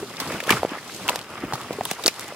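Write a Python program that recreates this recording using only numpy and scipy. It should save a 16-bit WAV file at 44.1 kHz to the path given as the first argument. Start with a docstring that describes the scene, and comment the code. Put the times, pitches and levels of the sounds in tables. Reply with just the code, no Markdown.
"""A walker with a pack steps over deadfall in a forest, close to two microphone ports; 2.35 s.
Throughout: treads, rustle and leaf hiss as grainy coloured noise on level curves, over faint port rumble.
Dull knocks of dead wood and soil (short damped swings) start at once, twig snaps (noise and a tone
through a resonance) at 0.17 s; snaps crowd near 0.5, 1.09 and 2.07 s. Trees scatter knocks and snaps."""
import sys
import numpy as np
from scipy import signal
from scipy.fft import rfft, irfft, next_fast_len
from scipy.io import wavfile
from scipy.ndimage import uniform_filter1d, map_coordinates

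SR = 44100
rng = np.random.default_rng(int(sys.argv[2]) if len(sys.argv) > 2 else 0)


def unload_audio(sound):
    """Save the sound as a 16-bit wav file, at the path given as the first command line argument."""
    columns = np.transpose(np.atleast_2d(sound))
    # keep every value between -1 and 1, then stretch to whole-number steps
    steps = np.round(np.clip(columns, -1, 1) * 32767)
    wavfile.write(sys.argv[1], SR, steps.astype(np.int16))


def volts(x):
    """Linear amplitude factor 10**(x/20) for a level x in dB, scalar or array-like."""
    e = np.asarray(x, float) / 20
    return 10 ** e


N = 103635

# Soil and wood under the boots, level: (time [s], level [dB])
TREAD_LEVEL = [(0, -37), (.16, -44), (.3, -36.5), (.37, -35.5), (.44, -48), (.54, -28.5), (.61, -46),
               (.69, -44.5), (.82, -46.5), (.93, -43.5), (1.05, -41), (1.2, -41.5), (1.28, -48),
               (1.45, -38.5), (1.64, -43.5), (1.8, -37.5), (1.93, -53), (2.0, -51.5), (2.17, -50),
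               (2.27, -46), (2.35, -45)]
# Litter and cloth, level: (time [s], level [dB])
RUSTLE_LEVEL = [(0, -42.5), (.11, -40.5), (.18, -39.5), (.22, -33.5), (.27, -34), (.33, -30), (.39, -34),
                (.46, -38.5), (0.512, -20.5), (.56, -29.5), (.62, -37.5), (0.681, -39.5), (.72, -32),
                (.79, -42), (.95, -41), (1.07, -35), (1.12, -35.5), (1.22, -38), (1.28, -42.5), (1.37, -39),
                (1.48, -36.5), (1.58, -37.5), (1.84, -41), (1.9, -37), (2.0, -38.5), (2.1, -40.5),
                (2.14, -44), (2.22, -36.5), (2.35, -41)]
# Leaves brushing past, level: (time [s], level [dB])
HISS_LEVEL = [(0, -43), (.18, -44), (.22, -38.5), (.33, -38), (.45, -44.5), (0.518, -28.5), (.6, -39.5),
              (.67, -45), (.82, -45), (.92, -39), (1.06, -40.5), (1.13, -38), (1.23, -48.5), (1.48, -48),
              (1.56, -43.5), (1.82, -45.5), (1.87, -37.5), (1.93, -36.5), (1.97, -46), (2.05, -37.5),
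              (2.11, -41.5), (2.22, -40.5), (2.35, -47.5)]
# Tread spectrum: (frequency [Hz], relative level [dB])
TREAD_SPECTRUM = [(20, -27), (45, -31), (90, -1.5), (160, -1.5), (350, -3.5), (600, -11), (900, -23),
                  (1400, -34)]
# Rustle spectrum: (frequency [Hz], relative level [dB])
RUSTLE_SPECTRUM = [(200, -11), (450, -2), (800, -2), (1250, 0.5), (1600, -5.5), (2100, -5), (2900, -8),
                   (3500, -13), (5000, -43)]
# Leaf hiss spectrum: (frequency [Hz], relative level [dB])
HISS_SPECTRUM = [(1500, -12), (3200, -1), (4000, 0), (5000, -1), (5700, -3), (8000, -4.5), (11000, -8),
                 (15500, -16.5), (16500, -41)]
# Narrow thin hiss, spectrum: (frequency [Hz], relative level [dB])
THIN_HISS_SPECTRUM = [(4500, -33), (5100, 0), (5700, -47)]
# Left-right likeness of sound from all around: (frequency [Hz], likeness [-1..1])
DIFFUSE_LIKENESS = [(60, 0.91), (160, 1), (700, 0.99), (1400, 1), (1900, 0.67), (3300, 0.29), (5500, 0.02),
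                    (15000, 0.027)]
# Dead wood and soil knocked by the boots: (peak time [s], level [dB], pitch [Hz], ring [cycles])
KNOCKS = [(0.028, -22, 400, 8.1), (0.22, -26, 270, 3.3), (0.308, -19, 530, 3), (.429, -24, 530, 4.3),
          (0.48, -14, 496, 0.82), (0.5119, -6, 333, 0.47), (0.532, -17.5, 242, 1.4),
          (0.542, -19.5, 139, 2.7), (.599, -30, 298, 0.72), (.6, -31, 82.5, 3), (0.633, -6, 643, 1.05),
          (0.6509, -9, 485, 0.65), (0.72, -19, 293, 1.8), (0.774, -21, 616, 0.39), (1.106, -17.5, 617, 2.7),
          (1.14, -24.5, 587, 0.63), (1.16, -17, 630, 0.62), (1.439, -16, 288, 1.6),
          (1.4415, -23.5, 596, 4.1), (1.454, -26, 206, 0.56), (1.459, -37, 60, 3),
          (1.525, -13.5, 920, 0.92), (1.5355, -13.5, 824, 5), (1.539, -23.5, 132, 2.5),
          (1.709, -16.5, 400, 0.33), (1.7876, -19, 412, 2.9), (1.8106, -10, 713, 2.8),
          (1.857, -23, 980, 7.4), (1.9148, -16, 720, 1.7), (1.918, -23, 187, 0.8), (2.0572, -17, 339, 2.5),
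          (2.0637, -16, 524, 1.5), (2.0815, -14.5, 514, 0.63), (2.324, -26.5, 576, 2.6)]
# Decay of the scatter among trees: (frequency [Hz], t60 [s])
TREE_DECAY = [(200, 0.14), (2000, 0.048), (10000, 0.02)]
# Twigs breaking: (onset [s], peak [dB], pitch [Hz], t60 [s], broad crack over ring [dB], left lag [ms])
SNAPS = [(0.1684,-23,4000,0.014,-22,0.095),(0.2008,-13,4460,0.05,22,0.094),(0.3182,-23,1830,0.036,0,0.074),(0.403,-15,2075,0.022,-8,0.083),
         (0.4375,-21.5,3180,0.026,7,0.04),(0.471,-20,3130,0.022,16,0.039),(0.4925,-8.5,1675,0.028,-15,0.034),(0.5033,-10,1200,0.03,-13,0.021),
         (0.5053,-2,2300,0.025,-6,0.038),(0.523,-9,2165,0.021,-24,0.028),(0.528,-14,1104,0.028,-28,0.022),(0.5683,-17.5,1270,0.046,-18,0.029),
         (0.693,-27.5,3580,0.0073,-17,0.06),(0.782,-26.5,1843,.05,-21,0.067),
         (1.08,-11.5,1330,0.0089,2,0.13),(1.0879,-5,2620,0.022,-21,0.016),(1.094,-9,4300,0.014,29,0.12),(1.0888,-13.5,1002,0.073,-36,0.073),
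         (1.1585,-12.5,4580,0.0086,3,0.047),(1.1912,-19.5,3000,0.0054,-1,0.033),(1.214,-24.5,3630,0.0057,-9,0.029),(1.245,-30.5,2340,0.0062,-6,0.02),
         (1.354,-26,1120,0.028,-36,0.058),(1.378,-27,1620,0.0061,-34,0.095),(1.4122,-30,2400,0.01,-17,0.075),(1.535,-16.5,4210,0.064,3,0.082),
         (1.554,-21,1160,0.026,-8,0.077),(1.6139,-24.5,3060,0.006,-3,0.044),(1.729,-26,4060,.03,19,0.18),
         (1.8347,-26.5,4930,0.02,13,0.082),(1.8525,-16,9000,0.017,-6.5,0.062),(1.853,-17,3320,0.021,-32,0.052),
         (1.9123,-10,4140,0.015,30,0.049),(2.026,-31,4600,.01,-1,0.068),(2.038,-17,3840,0.032,4,0.056),(2.0612,2,4480,0.008,-7.5,0.045),
         (2.0663,-5.5,6770,0.013,0,0.031),(2.0794,0,5070,0.0082,-6,0.062),(2.0822,-12,2495,0.032,-14,0.054),(2.195,-19.5,5400,0.0081,0,0.026),
         (2.209,-22.5,8100,0.0046,-14,0.03),(2.2807,-27.5,6700,0.012,-1,0.03)]
# Left-right likeness of near twigs: (frequency [Hz], likeness [-1..1])
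TWIG_LIKENESS = [(300, .995), (1400, 1), (1900, 0.36), (4000, 0.31), (15000, 0.2)]

DIFFUSE_LEFT_LAG_MS, LAG_FADES_HZ = 0.026, 11900  # the ports' lag is lost above the latter
THIN_HISS_DB = -18  # re rustle level curve
PORT_RUMBLE_DB, PORT_RUMBLE_HZ = -63, 90
KNOCK_RISE_CYCLES, KNOCK_GRIT_DB = 0.36, -11
KNOCK_TICK_DB, KNOCK_TICK_CYCLES = -5, 0.05  # sharp first contact
KNOCK_LOW_SHARE, KNOCK_HIGH_TIMES = 0.18, 4.5  # band edges, multiples of pitch
TREES_DB = -29
SPLINTERS_PER_S, SPLINTER_DB = 490, 6  # fibres tearing
SNAP_RISE_CYCLES, SNAP_STAGE_Q, SNAP_BREAK_DB, SNAP_TONE_DB = 0.5, 1.4, 13, -7.5
SNAP_TAIL_DB, SNAP_TAIL_TIMES, SNAP_TAIL_MAX_T60_S = -21, 7, 0.18
CRACK_LOW_HZ, CRACK_HIGH_HZ = 400, 5970
SNAP_WAVER_RAD2_PER_CYCLE = 0.4  # the twig's mode loses its phase within a few cycles


def unit(x):
    """Scaled to rms 1."""
    return x / np.sqrt(np.mean(x ** 2) + 1e-20)


def along(points, hz):
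    """(Hz, value) points interpolated on a log frequency axis."""
    f, v = np.transpose(points)
    return np.interp(np.log(hz + 1), np.log(f + 1), v)


def wobble(knots_per_s):
    """A smooth random curve through normal-distributed knots."""
    knots = rng.standard_normal(int(N * knots_per_s / SR) + 4)
    return map_coordinates(knots, [np.arange(N) * knots_per_s / SR])


def filtered(x, response):
    """x through a complex response of frequency."""
    n = x.shape[-1]
    padded = next_fast_len(n + 4096)
    return irfft(rfft(x, padded) * response(np.fft.rfftfreq(padded, 1 / SR)), padded)[..., :n]


def ports(pair, left_lag_ms, likeness):
    """Two signals mixed as mid and side to a likeness by frequency, left port late."""
    def mid_side_gains(hz):
        turn = np.arccos(np.clip(along(likeness, hz), -1, 1)) / 2
        return np.array([np.cos(turn), np.sin(turn)])

    def lag(hz):
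        lagging_hz = hz / (1 + (hz / LAG_FADES_HZ) ** 2)
        return np.exp(1j * np.pi * lagging_hz * left_lag_ms / 1000 * np.array([[-1], [1]]))

    mid, side = filtered(pair, mid_side_gains)
    return filtered(np.array([mid + side, mid - side]), lag)


def grainy(spectrum, grains_per_s, spread_db, life_s, grain_db, patchy_db):
    """Patchy coloured noise flaring in short grains of random size; two ports, rms 1."""
    z = signal.stft(rng.standard_normal((2, N)), nperseg=256)[2]
    field = uniform_filter1d(rng.standard_normal(z.shape[1:]), 5, 0)  # over frequency
    field = uniform_filter1d(field, 8, 1)  # over time
    pair = signal.istft(z * volts(patchy_db * unit(field)), nperseg=256)[1][:, :N]
    size_db = np.minimum(spread_db * rng.exponential(1, N), 3 * spread_db)
    hits = (rng.random(N) < grains_per_s / SR) * volts(size_db)
    flare = signal.lfilter([1], [1, -np.exp(-1 / (life_s * SR))], hits)
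    shaped = pair * (1 + volts(grain_db) * flare)
    coloured = filtered(shaped, lambda hz: volts(along(spectrum, hz)))
    return unit(ports(coloured, DIFFUSE_LEFT_LAG_MS, DIFFUSE_LIKENESS))


def strides():
    """Soil and wood under the boots, litter and cloth, leaves brushing past: many small contacts."""
    t = np.arange(N) / SR
    tread_db = np.interp(t, *np.transpose(TREAD_LEVEL))
    rustle_db = np.interp(t, *np.transpose(RUSTLE_LEVEL))
    hiss_db = np.interp(t, *np.transpose(HISS_LEVEL))
    shared_db = 0.21 * wobble(29.25)
    tread = grainy(TREAD_SPECTRUM, 60, 2, life_s=0.006, grain_db=-8, patchy_db=1.5)
    tread *= volts(tread_db + shared_db + 1.6 * wobble(40))
    rustle = grainy(RUSTLE_SPECTRUM, 200, 1.5, life_s=0.0012, grain_db=-3, patchy_db=2.4)
    rustle *= volts(rustle_db + shared_db + 1.3 * wobble(45))
    hiss = grainy(HISS_SPECTRUM, 70, 1.24, life_s=0.0019, grain_db=-0.92, patchy_db=1.0)
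    hiss *= volts(hiss_db + shared_db + 0.4 * wobble(59.77))
    noise = rng.standard_normal((2, N))
    thin = unit(filtered(noise, lambda hz: volts(along(THIN_HISS_SPECTRUM, hz))))
    thin *= volts(rustle_db + THIN_HISS_DB + 1.6 * wobble(9.6))
    return tread + rustle + hiss + thin


def port_rumble():
    """Faint air on the two ports: low-passed noise, unrelated left and right."""
    air = filtered(rng.standard_normal((2, N)), lambda hz: 1 / (1 + (hz / PORT_RUMBLE_HZ) ** 2))
    return volts(PORT_RUMBLE_DB + 1.6 * wobble(3.94)) * unit(air)


def knocks():
    """A dull push that swings back and dies within a few cycles, with grit and a contact tick."""
    out, lead = np.zeros(N + SR), SR // 50
    t = np.arange(-lead, SR // 12) / SR
    for peak_s, db, pitch_hz, ring_cycles in KNOCKS:
        u = t * pitch_hz  # cycles from the peak
        rise = np.exp(-0.5 * (u / KNOCK_RISE_CYCLES) ** 2)
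        shape = np.where(u < 0, rise, np.exp(-2 * u / ring_cycles))
        noise = rng.standard_normal(len(t))
        grit = volts(KNOCK_GRIT_DB) * unit(uniform_filter1d(noise, size=int(SR / pitch_hz / 4)))
        # half a cycle ahead of the peak
        tick = volts(KNOCK_TICK_DB) * np.exp(-np.abs(u + 0.5) / KNOCK_TICK_CYCLES)
        low_hz, high_hz = KNOCK_LOW_SHARE * pitch_hz, KNOCK_HIGH_TIMES * pitch_hz

        def band(hz):
            high_pass = (hz / low_hz) ** 2 / (1 + (hz / low_hz) ** 2)
            return high_pass / (1 + (hz / high_hz) ** 4)

        swing = filtered(shape * (np.cos(2 * np.pi * u) + grit), band)
        at = round(peak_s * SR)
        out[at:at + len(t)] += volts(db) * (swing - tick)
    return out[lead:N + lead]


def trees(x):
    """Scatter from trunks and undergrowth: convolution with noise dying by band."""
    hz, t, z = signal.stft(rng.standard_normal((2, SR // 3)), SR, nperseg=256)
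    decay = volts(-60 * t / along(TREE_DECAY, hz)[:, None])
    tail = signal.istft(z * decay, SR, nperseg=256)[1]
    tail = ports(tail, DIFFUSE_LEFT_LAG_MS, DIFFUSE_LIKENESS)
    return signal.fftconvolve(x[None], tail / np.linalg.norm(tail[0]), axes=1)[:, :N]


def snaps():
    """A twig breaks: click, tone and splintering noise through its resonance and a broad crack."""
    out, t = np.zeros((2, N + SR)), np.arange(SR // 8) / SR
    for onset_s, db, pitch_hz, t60_s, crack_db, left_lag_ms in SNAPS:
        rise = 1 - np.exp(-t * pitch_hz / SNAP_RISE_CYCLES)
        decay_db = -60 * t / t60_s
        tail_t60_s = min(SNAP_TAIL_TIMES * t60_s, SNAP_TAIL_MAX_T60_S)
        burst = rise * (volts(decay_db) + volts(SNAP_TAIL_DB - 60 * t / tail_t60_s))
        splinters = 1 + volts(SPLINTER_DB) * (rng.random(len(t)) < SPLINTERS_PER_S / SR)
        force = burst * splinters * rng.standard_normal((2, len(t)))  # mid, side
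        force[0, 8] += volts(SNAP_BREAK_DB)  # click
        drift_rad = np.cumsum(rng.standard_normal(len(t)))
        drift_rad *= np.sqrt(SNAP_WAVER_RAD2_PER_CYCLE * pitch_hz / SR)
        tone = np.sin(2 * np.pi * (pitch_hz * t + rng.random()) + drift_rad)
        force[0] += volts(SNAP_TONE_DB + decay_db) * rise * tone

        def response(hz):
            damping = 1j * hz * pitch_hz / SNAP_STAGE_Q
            ring = damping / (pitch_hz ** 2 - hz * hz + damping)
            crack = 1j * hz / (CRACK_LOW_HZ + 1j * hz) / (1 + 1j * hz / CRACK_HIGH_HZ)
            return ring ** 2 + volts(crack_db) * crack

        pair = filtered(force, response)
        peak = np.sqrt(np.sort(pair[0] ** 2)[-12:].mean())  # rms of the 12 largest mid samples
        pair = ports(pair / peak, left_lag_ms, TWIG_LIKENESS)
        out[:, round(onset_s * SR):][:, :len(t)] += volts(db) * pair
    return out[:, :N]


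def scene():
    """All sources at the two ports."""
    hits = knocks() + snaps()
    return strides() + port_rumble() + hits + volts(TREES_DB) * trees(hits.mean(0))


def roll_off(x):
    """The treble ends steeply here."""
    return signal.sosfilt(signal.butter(12, 16500, fs=SR, output="sos"), x)


def record(dry):
    """Second-order bass roll-off at 63.5 Hz, band limit at 15850 Hz, clipping at full scale."""
    def mic(hz):
        return (hz < 15850) * (1j * hz / (63.5 + 1j * hz)) ** 2

    mix = np.clip(filtered(dry, mic), -1, 1)
    return roll_off(mix)


dry = scene()
out = record(dry)
unload_audio(out)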